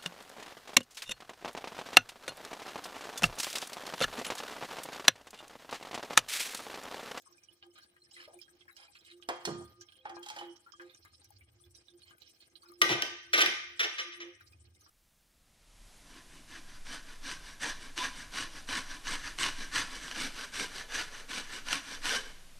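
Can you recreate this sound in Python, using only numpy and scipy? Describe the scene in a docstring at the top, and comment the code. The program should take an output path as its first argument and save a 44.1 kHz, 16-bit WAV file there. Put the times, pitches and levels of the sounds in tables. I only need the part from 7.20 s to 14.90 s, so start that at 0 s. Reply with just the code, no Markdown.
"""Bubbles of simmering sugar syrup burst close by in a thin steel pot: rising notes, fizz, spray and pot ring.
A ladle then dips and pours with hollow notes and splashes; further off, steel dishes clatter in a hard-walled
kitchen as noise driven through ringing modes. Behind them lie a low hum, the burner's low rumble and patchy
hiss. A phone with two spaced microphones and a noise suppressor picks it up: steady sound is turned down,
and listed moments let hum, rumble and simmer noise through."""
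import sys
import numpy as np
from scipy import signal
from scipy.fft import rfft, irfft, next_fast_len
from scipy.io import wavfile
from scipy.ndimage import uniform_filter1d

SR = 44100
rng = np.random.default_rng(int(sys.argv[2]) if len(sys.argv) > 2 else 0)


def pcm_store(signal):
    """Save signal as 16-bit PCM."""
    levels = np.round(np.clip(np.atleast_2d(signal), -1, 1) * 32767)
    wavfile.write(sys.argv[1], SR, levels.astype(np.int16).T)


def magnitude_from_level(level_db):
    """Linear magnitude for a level in decibels (20 dB per decade)."""
    exponent = np.asarray(level_db, float) / 20
    return 10 ** exponent


N = 339479  # samples in the scene

# the louder bursting bubbles; each part of the sound fades over its own share of length_s:
# start_s, level_db, pitch_hz, length_s
LOUD_BUBBLES = [(0.06, -51.5, 1110, 0.059), (0.125, -53, 5520, 0.09), (0.235, -48.5, 5550, 0.063),
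                (0.426, -38.5, 3050, 0.017), (0.561, -49.5, 4300, 0.026), (0.584, -46, 1555, 0.023),
                (0.63, -55.5, 4170, 0.22), (0.765, -49, 1750, 0.028), (0.912, -43.5, 5220, 0.024),
                (0.938, -55, 3820, 0.2), (0.965, -45, 1960, 0.21), (0.999, -46, 1610, 0.072),
                (1.039, -61, 3600, 0.041), (1.076, -41.5, 570, 0.21), (1.131, -42.5, 564, 0.14),
                (1.215, -47.5, 4990, 0.071), (1.28, -55, 1620, 0.1), (1.409, -52.5, 3230, 0.095),
                (1.48, -44, 1660, 0.14), (1.566, -38, 4870, 0.011), (1.602, -46, 4920, 0.029),
                (1.669, -50.5, 4000, 0.011), (1.753, -40.5, 2520, 0.037), (1.809, -53, 3800, 0.066),
                (1.849, -48.5, 3760, 0.043), (1.914, -47, 3800, 0.095), (2.025, -39.5, 3090, 0.024),
                (2.205, -46.5, 630, 0.11), (2.408, -42.5, 664, 0.13), (2.61, -39.5, 5670, 0.073),
                (2.687, -45.5, 3150, 0.022), (2.722, -43, 3250, 0.019), (2.967, -31.5, 860, 0.025),
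                (3.359, -52.5, 5350, 0.1), (3.463, -50, 1327, 0.23), (3.521, -41.5, 5340, 0.018),
                (3.597, -37.5, 1590, 0.12), (3.697, -48, 3580, 0.038), (3.747, -42.5, 5830, 0.02),
                (3.85, -45.5, 1220, 0.032), (4.017, -48, 3900, 0.019), (4.209, -52, 2240, 0.13),
                (4.549, -50, 5460, 0.11), (4.684, -47.5, 3550, 0.031), (4.819, -44.5, 3900, 0.016),
                (4.909, -43.5, 1520, 0.01), (5.019, -51.5, 3930, 0.068), (5.205, -54, 4160, 0.18),
                (5.355, -47.5, 3850, 0.08), (5.421, -56, 4320, 0.12), (5.431, -53, 1220, 0.32),
                (5.486, -51, 4150, 0.037), (7.208, -46, 1570, 0.05), (7.323, -51.5, 4800, 0.041),
                (7.61, -53.5, 5900, 0.07), (7.663, -48.5, 1274, 0.035)]
# the pot wall shades small bubbles: pitch_hz, left_over_right_db
SIDE_OF_POT = [(500, 2), (1500, 5.5), (3000, -2.5), (5500, -5)]
# the suppressor opens briefly and lets a burst of steady simmer noise through:
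# start_s, hold_s, level_db, lowest_hz
SIMMER_NOISE_BURSTS = [(0.426, 0.025, -68.5, 720), (0.553, 0.033, -59.5, 714), (0.618, 0.017, -70, 2510),
                       (0.962, 0.088, -58.5, 1150), (1.073, 0.066, -68.5, 420), (1.194, 0.023, -69.5, 3020),
                       (1.569, 0.09, -60, 505), (1.747, 0.02, -60.5, 1270), (1.857, 0.063, -60.5, 1517),
                       (2.199, 0.021, -61.5, 1490), (3.062, 0.18, -59.5, 696), (3.598, 0.13, -66, 900),
                       (3.843, 0.055, -68.5, 900), (4.851, 0.063, -64.5, 687), (4.998, 0.1, -66.5, 2500),
                       (5.2, 0.038, -64, 2090), (5.428, 0.042, -70.5, 1040)]
# the pot's ringing notes, where more damping shortens the fade: pitch_hz, level_db, undamped_t60_s
POT_MODES = [(319, -11, 0.22), (516, -8.5, 0.62), (660, -17, .22), (806, -16.5, 0.39), (1220, -10, 0.96),
             (1619, -2.5, 0.2), (2139, -9, 0.045), (2442, -3, 0.1), (2968, -4.5, 0.15), (3230, -10, 0.94),
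             (3910, -25.5, 0.18), (4240, -16.5, 0.22), (5230, -14.5, 0.21)]
# the ladle touches the pot, then syrup plunges back; the last two columns are relative, before fixed offsets:
# start_s, level_db, pitch_hz, splash_db, pot_ring_db
LADLE_KNOCKS = [(2.088, -29, 705, -11.5, -10), (2.252, -38, 4260, 4.5, -22.5),
                (2.274, -30.5, 406.7, -41.5, -12), (2.853, -32.5, 830, -30.5, -18.5),
                (2.895, -39, 777, -15, -18.5), (3.029, -44, 3210, -7, -18.5), (3.062, -42, 833, -7, -19.5),
                (3.086, -43.5, 3250, -2, -26), (3.101, -36, 862, -9, -23), (3.163, -38.5, 817, -11, -12.5),
                (3.186, -36.5, 2996, -13.5, -29.5), (3.211, -37.5, 827, -36, -16)]
# deeper knocks shake the stove more: pitch_hz, boom_over_knock_db
STOVE_BOOM = [(400, -4.5), (714, -28), (830, -39)]
# dishes set down or pushed; levels are before fixed offsets:
# start_s, level_db, thud_db, boom_db, scrape_length_s
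DISH_BLOWS = [(5.6155, -5, -19.5, -24, 0.0088), (5.691, -18.5, -4, 2.5, 0.05),
              (5.821, -12, -21.5, -46, 0.0037), (6.132, -13, -17, -59, 0.021),
              (6.143, -20, -15.5, -34, 0.039), (6.177, -13, -12, -55, 0.028),
              (6.206, -11.5, -25, -39.5, 0.022), (6.216, -10.5, -19.5, -42.5, 0.0093),
              (6.26, -12.5, -28, -26.5, 0.0049), (6.594, -16.5, -20, -48, 0.028),
              (6.63, -20.5, -13.5, -50, 0.026), (6.783, -24.5, -17, -55.5, 0.037),
              (6.92, -37.5, -31, -46, 0.027), (7.002, -34, -14.5, -52, 0.032)]
# ringing notes of the dishes: pitch_hz, width_hz, level_db
DISH_MODES = [(1203.5, 25, -2), (1535.5, 18, 2), (1895, 112, -0.5), (2137, 28, 3.5), (2358, 90, -1.5),
              (2656, 71, -2.5), (2973, 41, 1), (3163, 36, -1), (3516, 25, -0.5), (4000, 16, -5.5),
              (4850, 8, -8.5), (5290, 20, -9), (5470, 29, -6.5), (5820, 300, -8), (6360, 58, -21.5),
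              (12300, 44, -31.5), (14430, 60, -33.5)]
# relative colour of steel scraping on steel: frequency_hz, density_db (per Hz)
SCRAPE_COLOUR = [(590, -49), (1000, -25.5), (1230, -2), (1380, -6), (3530, -2.5), (4470, -11), (5530, -8.5),
                 (7000, -19), (9100, -55.5), (15400, -120)]
# relative colour of a dish's thud: frequency_hz, density_db (per Hz)
THUD_COLOUR = [(150, -58.5), (250, -15.5), (330, -2.5), (500, -3.5), (750, -7.5), (1000, -12.5),
               (1400, -42), (2200, -120)]
# a steady low hum, let through by the noise suppressor for a moment: start_s, hold_s, level_db
HUM_MOMENTS = [(.47, 0.034, -55.5), (.97, 0.044, -62), (1.17, 0.0067, -52.5), (1.42, 0.021, -64),
               (1.93, 0.055, -57), (2.12, 0.043, -53.5), (2.28, .13, -45.5), (2.6, 0.0074, -59),
               (2.93, 0.094, -50.5), (3.23, 0.083, -49), (3.61, 0.057, -53.5), (4.46, 0.0095, -57),
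               (4.75, 0.013, -54), (5.49, 0.028, -56), (5.64, 0.13, -42.5), (5.93, 0.014, -50.5),
               (6.14, 0.16, -50.5), (6.53, 0.017, -60.5), (6.67, .02, -57), (6.87, 0.023, -53),
               (7.0, 0.092, -50.5)]
# a second, higher steady note is heard now and then: start_s, hold_s, level_db
OVERTONE_MOMENTS = [(.98, .07, -67.5), (2.8, .04, -59), (3.62, 0.093, -59), (6.81, 0.022, -50.5),
                    (7.06, 0.07, -59.5)]
# the burner's low rumble comes through the noise suppressor for a moment: start_s, hold_s, level_db
RUMBLE_MOMENTS = [(2.13, 0.018, -82), (2.45, 0.01, -59.5), (2.59, 0.011, -78.5), (3.87, 0.036, -71),
                  (4.15, 0.37, -66.5), (4.88, 0.017, -75), (5.65, 0.84, -76), (7.3, 0.16, -60)]
# relative colour of simmer and flame, before the pot wall: frequency_hz, density_db (per Hz)
HISS_COLOUR = [(110, -12), (258, -10.5), (353, -3), (600, -14.5), (900, -17.5), (1400, -21.5),
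               (3880, -16.5), (5760, -10), (6810, -20), (8930, -11), (10300, -24.5), (11500, -24),
               (15000, -17), (16200, -39)]
# how long the kitchen echoes, before each source takes its share: frequency_hz, t60_s
KITCHEN_ECHO = [(100, 0.2), (500, 0.5), (2000, 0.58), (6000, 0.57), (10000, 0.41), (16000, 0.18)]
# how alike the two microphones hear spread-out sound: frequency_hz, likeness (-1 to 1)
MIC_LIKENESS = [(60, 1), (300, 0.58), (640, 0.47), (1400, 0.08), (3000, -0.17), (7000, 0.05)]
# tone of the two microphone ports: frequency_hz, left_over_right_db
PORT_BALANCE = [(300, -1), (1300, 3), (5500, -6.5), (7500, 7.5), (10500, 14.5), (12000, -2.5), (16000, 6.5)]
# suppressor threshold: frequency_hz, over_usual_level_db
DUCK_THRESHOLD = [(100, 6), (350, 9.5), (550, 18), (900, 2), (1500, 0.5), (16000, 5)]
# deepest cut by the suppressor: frequency_hz, gain_db
DEEPEST_CUT = [(100, 1), (350, -12), (550, -10.5), (900, -8), (1500, -2.5), (7000, -11.5), (16000, -14)]

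# the fainter bubbles, at random times; both spreads are random scatter, the pitch one on a log scale
FAINT_DB, FAINT_SPREAD_DB, FAINT_HZ, FAINT_PITCH_SPREAD, FAINT_LENGTH_S = -59, 1, 3280, .45, 0.028
# spray over a bubble of -54 dB; dB of change per dB of bubble; scatter
SPRAY_DB, SPRAY_GROWS, SPRAY_SPREAD_DB = -11, -1.06, 4
BURST_RISE_S, BURST_FALL_DB_S, BURST_TOP_HZ, BURST_ROUGH_DB = 0.0028, 502, 5330, 2.5
# harder blows are brighter: treble over a blow of 0 dB; dB more per dB of blow
EDGE_DB, EDGE_GROWS = -8, 0.48
HUM_REST_DB, HUM_RISE_DB_S, HUM_FALL_DB_S = -74, 304, 273
HUM_WAVERS_DB, HUM_WAVERS_HZ = 6, 7  # rms size and fastest rate, for the resting level only
OVERTONE_HZ = 519
RUMBLE_REST_DB, RUMBLE_RISE_DB_S, RUMBLE_FALL_DB_S = -86.5, 134, 117
HISS_DB = -65.5  # before it turns patchy


def unit(x):
    """Scales the last axis to rms 1."""
    return x / np.sqrt(np.mean(x ** 2, axis=-1, keepdims=True) + 1e-20)


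def along(points, hz):
    """Reads a value between (Hz, value) points on a log frequency axis."""
    f, v = np.transpose(points)
    return np.interp(np.log(hz + 1), np.log(f + 1), v)


def filtered(x, response):
    """Multiplies the spectrum of x by a response, a function of frequency."""
    m = next_fast_len(x.shape[-1] + 4096)
    return irfft(rfft(x, m) * response(np.fft.rfftfreq(m, 1 / SR)), m)[..., :x.shape[-1]]


def noise(count, size, gain):
    """Rows of coloured noise, rms 1."""
    return unit(filtered(rng.standard_normal((count, size)), gain))


def band(lo_hz, hi_hz):
    """Gain of a steep band-pass."""
    return lambda f: 1 / np.sqrt((1 + (lo_hz / (f + 1)) ** 8) * (1 + (f / hi_hz) ** 8))


def near(hz, width):
    """Bell-shaped gain around a pitch; the width is in natural-log units of frequency."""
    return lambda f: np.exp(-.5 * (np.log((f + 1) / hz) / width) ** 2)


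def fade(t, t60_s):
    """Dies away by 60 dB in t60_s."""
    return magnitude_from_level(-60 * t / t60_s)


def soft_start(t, rise_s):
    """Swells smoothly from 0 towards 1."""
    return 1 - np.exp(-t / rise_s)


def swells(rows, rest_db, rise_db_s, fall_db_s):
    """A resting level with moments that rise, hold and fall."""
    t = np.arange(N) / SR
    level = magnitude_from_level(rest_db)
    for start, hold, db in rows:
        rise_db = rise_db_s * np.maximum(start - t, 0)
        fall_db = fall_db_s * np.maximum(t - start - hold, 0)
        level = level + magnitude_from_level(db - rise_db - fall_db)
    return level


def diffuse(z, hz):
    """Mixes two unrelated spectra to the likeness that spaced microphones hear."""
    turn = np.arccos(np.clip(along(MIC_LIKENESS, hz), -1, 1))[:, None] / 2
    mid = z[..., 0, :, :] * np.cos(turn)
    side = z[..., 1, :, :] * np.sin(turn)
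    return np.stack([mid + side, mid - side], axis=-3)


def place(sounds, times, pan_db, lag_s, wet_db, t60_share, tail_s):
    """Each sound reaches the two ports directly and through its own fading noise tail of the room."""
    hz, t, z = signal.stft(rng.standard_normal((len(times), 2, round(tail_s * SR))), SR, nperseg=256)
    decay = fade(t, t60_share * along(KITCHEN_ECHO, hz)[:, None])
    tails = signal.istft(diffuse(z, hz) * decay, SR, nperseg=256)[1]
    tails = magnitude_from_level(wet_db) * unit(tails) / np.sqrt(tails.shape[-1])
    # direct sound: a positive lag makes the left port hear it later
    tails[:, 0, max(round(lag_s * SR), 0)] += 1
    tails[:, 1, max(round(-lag_s * SR), 0)] += 1
    pan = magnitude_from_level(np.outer(pan_db, [.5, -.5]))[..., None]
    heard = signal.fftconvolve(sounds[:, None], tails, axes=2) * pan
    out = np.zeros((2, N + heard.shape[-1]))
    for s, sound in zip(times, heard):
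        start = round(s * SR)
        out[:, start:start + sound.shape[-1]] += sound
    return out[:, :N]


def pot_ring(near_hz, t, damping, reach):
    """The pot's modes at new strengths for every blow, most of all those near the blow's own pitch."""
    hz, db, t60 = np.transpose(POT_MODES)
    strength = magnitude_from_level(db + 3 * rng.standard_normal((len(near_hz), len(hz))))
    strength = strength * np.exp(-.5 * (np.log(hz / near_hz) / reach) ** 2)
    modes = fade(damping * t, t60[:, None]) * np.sin(2 * np.pi * hz[:, None] * t)
    return strength @ modes


def simmer(count=45):
    """Lists all bubbles: the louder ones and a random scatter of faint ones."""
    s, draw = rng.random(count) * N / SR, rng.standard_normal((count, 3))
    db = FAINT_DB + FAINT_SPREAD_DB * draw[:, 0]
    hz = np.clip(FAINT_HZ * np.exp(FAINT_PITCH_SPREAD * draw[:, 1]), 400, 6500)
    length = FAINT_LENGTH_S * np.exp(0.37 * draw[:, 2])
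    return np.hstack([np.transpose(LOUD_BUBBLES), [s, db, hz, length]])


def bubbles(bursts):
    """A bubble rings a few cycles with rising pitch, throws spray and nudges the pot."""
    s, db, hz, length = bursts[..., None]
    spray_db = SPRAY_DB + SPRAY_GROWS * (db + 54) + SPRAY_SPREAD_DB * rng.standard_normal(s.shape)
    t = np.arange(SR // 5) / SR
    cycles = hz * t
    note = np.sin(2 * np.pi * cycles * (1 + 0.0019 * cycles))
    note *= fade(t, 0.24 * length) * soft_start(cycles, 0.65)
    fizz = noise(len(s), len(t), near(hz, 0.28))
    fizz *= magnitude_from_level(-3) * fade(t, 0.63 * length) * soft_start(t, 0.1 * length)  # long bursts start softly
    spray = magnitude_from_level(spray_db) * fade(t, 0.51 * length) * noise(len(s), len(t), band(2600, 24000))
    ring = magnitude_from_level(-16.5) * pot_ring(hz, t, damping=3.2, reach=1.0)
    sound = magnitude_from_level(db) * (note + fizz + spray + ring)
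    pan_db = along(SIDE_OF_POT, hz[:, 0]) + 4 * rng.standard_normal(len(s))
    return place(sound, s[:, 0], pan_db, lag_s=.0003, wet_db=-3.0, t60_share=0.15, tail_s=0.2)


def simmer_noise():
    """Brief bursts of steady simmer noise let through: rough, from a lowest pitch up, coloured by the pot wall."""
    s, hold, db, low_hz = np.transpose(SIMMER_NOISE_BURSTS)[..., None]
    t = np.arange(SR // 2) / SR

    def colour(f):
        wall = 1 + sum(2.5 / (1 + ((f - c) / 40) ** 2) for c, _, _ in POT_MODES)
        return wall * band(low_hz, 16000)(f) / np.sqrt(1 + (f / BURST_TOP_HZ) ** 4)

    steady = noise(len(s), len(t), colour)
    rough = magnitude_from_level(BURST_ROUGH_DB * noise(len(s), len(t), band(11, 200)))
    level = magnitude_from_level(db - BURST_FALL_DB_S * np.maximum(t - hold, 0)) * soft_start(t, BURST_RISE_S)
    sound = unit(steady * rough) * level
    return place(sound, s[:, 0], np.full(len(s), -1.5), lag_s=.00025, wet_db=-4.5, t60_share=0.15, tail_s=0.13)


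def prickle(bursts, count=2400):
    """Bursts set off a swarm of tiny bubbles that ping near a pot mode or the burst's pitch; some spit spray."""
    draw = rng.random((count, 6))
    s, db, parent_hz = bursts[:3, np.arange(count) % bursts.shape[1], None]
    # the three lowest modes are left out
    mode = 3 + (draw[:, :1] * (len(POT_MODES) - 3)).astype(int)
    mode_hz = np.transpose(POT_MODES)[0][mode]
    hz = np.where(draw[:, 5:] < .4, parent_hz, mode_hz) * (1 + .05 * (draw[:, 1:2] - .5))
    size = magnitude_from_level(-53.0 + 0.58 * db - 6.7 * np.log(draw[:, 2:3] + 0.0098))  # a few are larger
    t = np.arange(SR // 30) / SR
    ping = np.sin(2 * np.pi * hz * t) * fade(t, 0.062) * soft_start(t, 0.00084)
    spit = magnitude_from_level(-2.5) * fade(t, 0.016) * noise(count, len(t), band(4600, 16000)) * (draw[:, 3:4] < .3)
    late = -.045 * np.log(draw[:, 4:5] + 1e-4)  # the swarm thins out
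    at = (np.minimum(s + late, N / SR) * SR).astype(int) + np.arange(len(t))
    pan_db = along(SIDE_OF_POT, hz) + 5 * rng.standard_normal((count, 1))
    ports = []
    for lag, sign in ((13, 1), (0, -1)):  # the left port hears them 13 samples later
        side = size * (ping + spit) * magnitude_from_level(sign * pan_db / 2)
        ports.append(np.bincount((at + lag).ravel(), side.ravel(), N + SR)[:N])
    return np.array(ports)


def ladle():
    """A short hollow note, a splash of noise, a slosh, a stove boom and the ring of the pot."""
    s, db, hz, splash_db, ring_db = np.transpose(LADLE_KNOCKS)[..., None]
    t = np.arange(SR // 2) / SR
    note = np.sin(2 * np.pi * hz * t) * fade(t, 0.11) * soft_start(t, 0.0025)
    splash = magnitude_from_level(splash_db + 4.0) * fade(t, 0.055) * noise(len(s), len(t), band(750, 7000))
    splash += magnitude_from_level(splash_db - 7.5) * fade(t, 0.03) * noise(len(s), len(t), band(5300, 16000))
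    slosh = magnitude_from_level(ring_db + 9.5) * fade(t, 0.15) * soft_start(t, 0.00087)
    slosh = slosh * noise(len(s), len(t), near(hz, 0.73))
    boom = magnitude_from_level(along(STOVE_BOOM, hz)) * (t / 0.074) * np.exp(-t / 0.045)
    boom = boom * noise(len(s), len(t), band(120, 260))
    ring = magnitude_from_level(ring_db) * pot_ring(hz, t, damping=1.22, reach=1.65)
    sound = magnitude_from_level(db) * (note + splash + slosh + boom + ring)
    return place(sound, s[:, 0], np.full(len(s), -2.5), lag_s=0.00022, wet_db=-8.0, t60_share=1.0, tail_s=0.34)


def dish_response(f):
    """Steel dishes ring as a row of resonances with alternating sign."""
    total = 0
    for k, (centre, width, db) in enumerate(DISH_MODES):
        damped = 1j * f * width
        total = total + (-1) ** k * magnitude_from_level(db) * damped / (centre * centre - f * f + damped)
    return total


def clatter():
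    """Steel chatters on steel for a moment, ringing the far dishes, with thuds and a long room tail."""
    s, db, thud_db, boom_db, length = np.transpose(DISH_BLOWS)[..., None]
    t = np.arange(SR // 4) / SR
    # the contact jumps in level every 64 samples
    jitter = magnitude_from_level(rng.standard_normal((len(s), len(t) // 64 + 1))).repeat(64, axis=1)[:, :len(t)]
    contact = (0.36 * np.exp(-t / 0.0031) + np.exp(-(t / length) ** 4)) * jitter
    chatter = contact * noise(len(s), len(t), lambda f: magnitude_from_level(along(SCRAPE_COLOUR, f)))
    edge = magnitude_from_level(EDGE_DB + EDGE_GROWS * db) * contact * noise(len(s), len(t), band(3500, 31000))
    rung = magnitude_from_level(17.5) * filtered(contact * noise(len(s), len(t), band(720, 21000)), dish_response)
    thud = magnitude_from_level(thud_db + 7.0) * fade(t, 0.27) * soft_start(t, 0.0042)
    thud = thud * noise(len(s), len(t), lambda f: magnitude_from_level(along(THUD_COLOUR, f)))
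    boom = magnitude_from_level(boom_db) * (t / 0.035) * np.exp(-t / 0.023) * noise(len(s), len(t), band(160, 190))
    sound = magnitude_from_level(db - 14) * (chatter + edge + rung + thud + boom)
    left, right = place(sound, s[:, 0], np.full(len(s), 1.2), lag_s=-0.00024, wet_db=-6.0,
                        t60_share=1.25, tail_s=.7)
    shade = lambda f: 1 - 0.62 * band(7000, 11500)(f)  # the phone's body hides the right port
    return np.array([left, filtered(right, shade)])


def low_hum():
    """A steady low hum, slightly drifting in pitch, let through for moments; a higher note joins at times."""
    drift = noise(1, N, band(.3, 6.18))[0]
    hum = np.sqrt(2) * np.sin(2 * np.pi * np.cumsum(348 + 3 * drift) / SR)
    rest_db = HUM_REST_DB + HUM_WAVERS_DB * noise(1, N, band(1.5, HUM_WAVERS_HZ))[0]
    hum = hum * swells(HUM_MOMENTS, rest_db, HUM_RISE_DB_S, HUM_FALL_DB_S)
    overtone = np.sin(2 * np.pi * OVERTONE_HZ * np.arange(N) / SR) * swells(OVERTONE_MOMENTS, -95, 400, 500)
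    return hum * magnitude_from_level([[-1.5], [1.5]]) + overtone


def burner():
    """The burner's low rumble is narrow-band noise, nearly alike at both ports, let through for moments."""
    both, apart = noise(2, N, lambda f: band(72, 105)(f) ** 2)
    rumble = both + 0.1 * np.outer([1, -1], apart)
    return rumble * swells(RUMBLE_MOMENTS, RUMBLE_REST_DB, RUMBLE_RISE_DB_S, RUMBLE_FALL_DB_S)


def hiss():
    """The fine hiss of simmer and flame, coloured by the pot, comes and goes in patches."""
    def colour(f):
        # the wall favours its modes
        wall = 2.0 + sum(3.9 / (1 + ((f - c) / 25) ** 2) for c, _, _ in POT_MODES)
        return magnitude_from_level(along(HISS_COLOUR, f)) * wall

    hz, t, z = signal.stft(noise(2, N, colour), SR, nperseg=512)
    field = rng.standard_normal(z.shape[1:])
    field = uniform_filter1d(uniform_filter1d(field, 45, 0), 4, 1)  # wide in pitch and brief
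    patch_db = along([(300, 2.8), (1000, 2.3), (3000, 5.2)], hz)[:, None]  # (Hz, rms dB)
    patches = magnitude_from_level(patch_db * field / field.std())
    return magnitude_from_level(HISS_DB) * signal.istft(diffuse(z, hz) * patches, SR, nperseg=512)[1][:, :N]


def scene():
    """Adds up pot, ladle, dishes and stove."""
    bursts = simmer()
    pot = bubbles(bursts) + simmer_noise() + prickle(bursts)
    return pot + ladle() + clatter() + low_hum() + burner() + hiss()


def suppress(x):
    """Bands that stay near their usual quiet level are turned down; a pop also opens its neighbours in pitch."""
    hz, t, z = signal.stft(x, SR, nperseg=512)
    power = np.mean(np.abs(z) ** 2, axis=0)
    power = np.abs(uniform_filter1d(uniform_filter1d(power, 6, 0), 4, 1))
    usual = np.percentile(power, 30, axis=1, keepdims=True)
    over = power / (usual * magnitude_from_level(2 * along(DUCK_THRESHOLD, hz))[:, None])
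    share = over / (1 + over)
    share = np.maximum(share, 0.75 * uniform_filter1d(share, 50, 0))
    gain = np.maximum(share ** 1.133, magnitude_from_level(along(DEEPEST_CUT, hz))[:, None])
    return signal.istft(z * gain, SR, nperseg=512)[1][:, :N]


def top_cut(x):
    """Nothing passes above the cut-off."""
    return signal.sosfilt(signal.butter(12, 17000, fs=SR, output="sos"), x)


def record(dry):
    """The two ports differ in tone and pass a limited band; then the suppressor acts on both."""
    def port_tone(f):
        return magnitude_from_level(np.outer([.5, -.5], along(PORT_BALANCE, f))) * band(60, 16300)(f)

    mix = suppress(filtered(dry, port_tone))
    return top_cut(mix)


dry = scene()
out = record(dry)
pcm_store(out)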